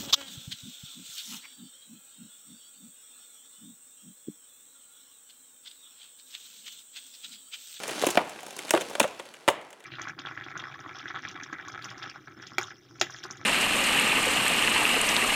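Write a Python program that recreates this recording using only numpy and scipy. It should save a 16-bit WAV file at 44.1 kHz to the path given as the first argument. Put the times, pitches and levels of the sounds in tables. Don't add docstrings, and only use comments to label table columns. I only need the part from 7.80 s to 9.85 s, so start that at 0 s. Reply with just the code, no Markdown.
import sys
import numpy as np
from scipy import signal
from scipy.fft import rfft, irfft, next_fast_len
from scipy.io import wavfile

SR = 44100
rng = np.random.default_rng(int(sys.argv[2]) if len(sys.argv) > 2 else 0)


def nominal_scale(level):
    x = np.asarray(level, float) / 20
    return 10 ** x


def unload_wav(signal):
    wavfile.write(
        sys.argv[1],
        SR,
        np.round(np.clip(np.atleast_2d(signal).T, -1, 1) * 32767).astype(np.int16),
    )


N = 90404

# (per Hz, relative)
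AIR_COLOUR = [(18, -70), (30, -41), (404, -5.5), (1130, -17.5), (1350, -13.5), (1630, -13), (3770, -33),
              (16000, -75)]
# pitch_hz, t60_s
WOODS_DECAY = [(150, 0.65), (600, 0.6), (2500, 0.57), (6000, 0.26), (12000, 0.14)]
# pitch_hz, side_gain_db
SIDE_COLOUR = [(60, -29), (110, -34), (200, -37), (380, -42), (700, -32), (1290, -31), (2380, -25),
               (4400, -21), (8120, -23.5), (15000, -21.5)]
# start_s, level_db (ahead of the pop and rustle gains)
TEARING_LEVEL = [(0.0, -37), (0.271, -29.5), (0.44, -44), (0.62, -45), (0.97, -38), (1.11, -41.5),
                 (1.44, -48.5), (2.05, -59.5)]
# (per Hz, relative)
GRAIN_COLOUR = [(88, -26), (150, -4), (774, -2.5), (923, -6), (1560, -6), (1760, -9.5), (2700, -7.5),
                (9820, -17.5), (16000, -35)]
# start_s, crack_peak_db, knock_rms_db, fizz_rms_db (rms over the first 10 ms), burst_s, note_hz
SNAP_EVENTS = [(0.0347, -23.5, -40.5, -39.5, 0.0015, 594), (0.079, -31, -36, -36.5, 0.0022, 440),
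               (0.0927, -24.5, -34, -42, 0.0048, 610), (0.1093, -32, -38.5, -40.5, 0.0041, 350),
               (0.15, -41, -62, -48, 0.0027, 595), (0.179, -29, -39, -60, 0.0033, 543),
               (0.222, -23, -33, -37, 0.0025, 450), (0.2362, -30, -20, -48, 0.002, 685),
               (0.2673, -17.5, -20, -26.5, 0.0049, 286), (0.287, -23.5, -29, -38, 0.0024, 360),
               (0.304, -26, -40, -30.5, 0.0063, 383), (0.351, -43, -32.5, -44.5, 0.0059, 603),
               (0.373, -5.5, -12.5, -37.5, 0.0028, 718), (0.39, -24, -29, -56, 0.0026, 1090),
               (0.406, -37, -31.5, -81, 0.011, 795), (0.449, -45, -68, -57, 0.0022, 800),
               (0.495, -37.5, -65, -44.5, 0.0026, 790), (0.559, -38.5, -45.5, -58.5, 0.004, 770),
               (0.5884, -34, -46.5, -62, 0.004, 760), (0.6057, -38.5, -57, -50, 0.003, 710),
               (0.631, -36.5, -40, -48, 0.0036, 730), (0.6644, -37, -49.5, -45, 0.0031, 730),
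               (0.6813, -47, -45, -51, 0.0038, 736), (0.707, -33.5, -49.5, -45.5, 0.0018, 704),
               (0.727, -46, -46.5, -53, 0.0018, 690), (0.766, -45, -44, -42.5, 0.002, 400),
               (0.7893, -23.5, -43, -38, 0.0022, 387), (0.869, -45, -66, -54, 0.003, 600),
               (0.8818, -31.5, -48.5, -47, 0.0018, 600), (0.8927, -26.5, -50, -42, 0.003, 600),
               (0.9068, -9, -29, -21.5, 0.002, 660), (0.9369, -18.5, -14.5, -36, 0.0006, 661),
               (0.9393, -32, -18, -49, 0.0014, 342), (0.949, -18.5, -23.5, -38, 0.0031, 364),
               (0.9607, -23, -24.5, -43, 0.0044, 600), (0.974, -20.5, -27, -43, 0.0024, 373),
               (1.0096, -23.5, -36, -36, 0.0088, 580), (1.098, -40, -39, -45, 0.007, 568),
               (1.111, -41, -38, -56, 0.0049, 570), (1.132, -36, -43, -51, 0.0025, 540),
               (1.1525, -21.5, -31.5, -41, 0.0025, 580), (1.18, -45, -38, -57, 0.0034, 605),
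               (1.1981, -17, -22.5, -24.5, 0.0029, 885), (1.201, -6, -17.5, -23.5, 0.0017, 580),
               (1.2112, -20, -23.5, -38, 0.003, 230), (1.229, -19.5, -33, -34.5, 0.006, 634),
               (1.2414, -21.5, -25, -46, 0.0042, 590), (1.277, -35, -59, -48.5, 0.0028, 560),
               (1.3967, -28.5, -37, -48, 0.0039, 560), (1.455, -41, -50.5, -55, 0.0033, 540),
               (1.5393, -37.5, -58, -52, 0.0042, 560), (1.6783, -12.5, -18, -35, 0.0023, 567),
               (1.685, -6, -15, -28, 0.0034, 912), (1.7006, -29.5, -25, -40, 0.006, 580),
               (1.813, -42, -58.5, -59, 0.0018, 800), (1.905, -43, -59, -54.5, 0.0029, 610),
               (1.929, -38.5, -50, -52.5, 0.0019, 590), (2.004, -45, -60, -58.5, 0.003, 570),
               (2.04, -40.5, -58, -57.5, 0.0023, 543)]
# pitch_hz, width_hz, gain_db
TRUNK_MODES = [(144, 170, -6), (350, 157, 2.5), (580, 188, 3), (918, 210, 2.5), (1212, 370, -5)]
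# pitch_hz, width_hz, gain_db
SLAB_MODES = [(1484, 368, 4), (2077, 616, 6.5), (2525, 690, 6), (3433, 906, 1)]
# pitch_hz, width_hz, gain_db
SPLINTER_MODES = [(5300, 1840, 4), (6870, 1440, 8.5), (9050, 3260, 4.5), (12000, 3400, -20)]
# trunk_t60_s, slab_t60_s, splinter_t60_s
BREAKING_T60_S = (0.037, 0.025, 0.024)
# trunk_gain_db, slab_gain_db, splinter_gain_db
FIRST_FIBRE_DB = (26.5, 19.5, 25)

AIR_DB = -57.5
WOODS_SEND_DB, WOODS_DELAY_S = -16.5, 0.0088
POPS_PER_S, POP_T60_S = 400, 0.0032
POPS_DB, RUSTLE_DB = -6, -6
SPIKY_DB = 6
NOTE_DB, NOTE_WIDTH_HZ = 11, 66
TILT_PER_DB, EVEN_DB = 0.1, -20.5
LOW_CUT_HZ, TOP_HZ = 121, 16800
CEILING, KNEE = 0.59, 2.33


def unit(x):
    return x / np.sqrt(np.mean(x ** 2) + 1e-20)


def along(points, hz):
    pitch_hz, value = np.transpose(points)
    return np.interp(np.log(hz + 1), np.log(pitch_hz + 1), value)


def filtered(x, response):
    n = x.shape[-1]
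    padded = next_fast_len(n + 8192)
    hz = np.fft.rfftfreq(padded, 1 / SR)
    return irfft(rfft(x, padded) * response(hz), padded)[..., :n]


def resonant(modes):
    def response(hz):
        total = 0
        for k, (pitch_hz, width_hz, gain_db) in enumerate(modes):
            damping = 1j * hz * width_hz
            total = total + (-1) ** k * nominal_scale(gain_db) * damping / (pitch_hz ** 2 - hz ** 2 + damping)
        return total
    return response


def woodland_air():
    noise = rng.standard_normal(N)
    return nominal_scale(AIR_DB) * unit(filtered(noise, lambda hz: nominal_scale(along(AIR_COLOUR, hz))))


def woods(x):
    delayed = np.pad(x, (int(WOODS_DELAY_S * SR), 0))[:N]
    hz, t, bands = signal.stft(delayed, SR, nperseg=256)
    decay = nominal_scale(-60 * t / along(WOODS_DECAY, hz)[:, None]) ** 2
    decay = decay / decay.sum(axis=1)[:, None]
    power = signal.fftconvolve(np.abs(bands) ** 2, decay, axes=1)[:, :len(t)]
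    noise = signal.stft(rng.standard_normal(N), SR, nperseg=256)[2]
    scattered = noise / np.abs(noise).mean() * np.sqrt(np.abs(power))
    return signal.istft(scattered, SR, nperseg=256)[1][:N]


def tearing():
    start_s, level_db = np.transpose(TEARING_LEVEL)
    chance, size = rng.random((2, N))
    pops = (chance < POPS_PER_S / SR) * nominal_scale(-4 * np.log(size + 0.01))
    pop_decay = nominal_scale(-60 * np.arange(SR // 50) / SR / POP_T60_S)
    pop_shape = signal.fftconvolve(pops, pop_decay)[:N]
    pop_noise, rustle = rng.standard_normal((2, N))
    crackle = nominal_scale(POPS_DB) * unit(pop_shape * pop_noise) + nominal_scale(RUSTLE_DB) * rustle
    colour = lambda hz: nominal_scale(along(GRAIN_COLOUR, hz))
    coloured = filtered(crackle, colour) / filtered(rustle, colour).std()
    return coloured * nominal_scale(np.interp(np.arange(N) / SR, start_s, level_db))


def trunk(note_hz):
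    note = resonant([(note_hz, NOTE_WIDTH_HZ, NOTE_DB)])
    return lambda hz: resonant(TRUNK_MODES)(hz) * (1 + note(hz))


def slab(crack_db, fizz_db):
    tilt = np.clip(TILT_PER_DB * (fizz_db - crack_db - EVEN_DB), -1, 1)
    return lambda hz: resonant(SLAB_MODES)(hz) * (1j * (hz + 1)) ** tilt


def splinters():
    return resonant(SPLINTER_MODES)


def snaps():
    start_s, crack_db, knock_db, fizz_db, burst_s, note_hz = np.array(SNAP_EVENTS).T[:, :, None]
    t = np.arange(SR // 8) / SR
    position = (np.round(start_s * SR).astype(int) + np.arange(len(t))).ravel()
    noise, scatter = rng.standard_normal((2, len(start_s), len(t)))
    breaks = noise * nominal_scale(SPIKY_DB * scatter)
    bodies = trunk(note_hz), slab(crack_db, fizz_db), splinters()
    levels_db = knock_db, crack_db, fizz_db
    out = np.zeros(N)
    for i, (body, level_db) in enumerate(zip(bodies, levels_db)):
        fade = nominal_scale(-60 * np.maximum(t - burst_s, 0) / BREAKING_T60_S[i])
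        first_fibre = nominal_scale(FIRST_FIBRE_DB[i]) * (t == 0)
        ring = filtered(breaks * fade + first_fibre, body)
        if i == 1:
            size = np.abs(ring).max(axis=1, keepdims=True)
        else:
            size = ring[:, :SR // 100].std(axis=1, keepdims=True)
        ring = ring * nominal_scale(level_db) / size
        out += np.bincount(position, ring.ravel(), N + SR)[:N]
    return out


def scene():
    air = woodland_air()
    tree = tearing() + snaps()
    mid = tree + nominal_scale(WOODS_SEND_DB) * woods(tree) + air
    side = np.roll(tree, 9) + nominal_scale(WOODS_SEND_DB) * woods(tree) + np.roll(air, SR)
    side = filtered(side, lambda hz: 1j * nominal_scale(along(SIDE_COLOUR, hz)))
    return np.array([mid + side, mid - side])


def band_limit(x):
    return signal.sosfilt(signal.butter(12, 16830, fs=SR, output="sos"), x)


def record(dry):
    x = filtered(dry, lambda hz: (1j * hz / (LOW_CUT_HZ + 1j * hz)) ** 2)
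    x = x / (1 + np.abs(x / CEILING) ** KNEE) ** (1 / KNEE)
    mix = filtered(x, lambda hz: hz < TOP_HZ)
    return band_limit(mix)


dry = scene()
out = record(dry)
unload_wav(out)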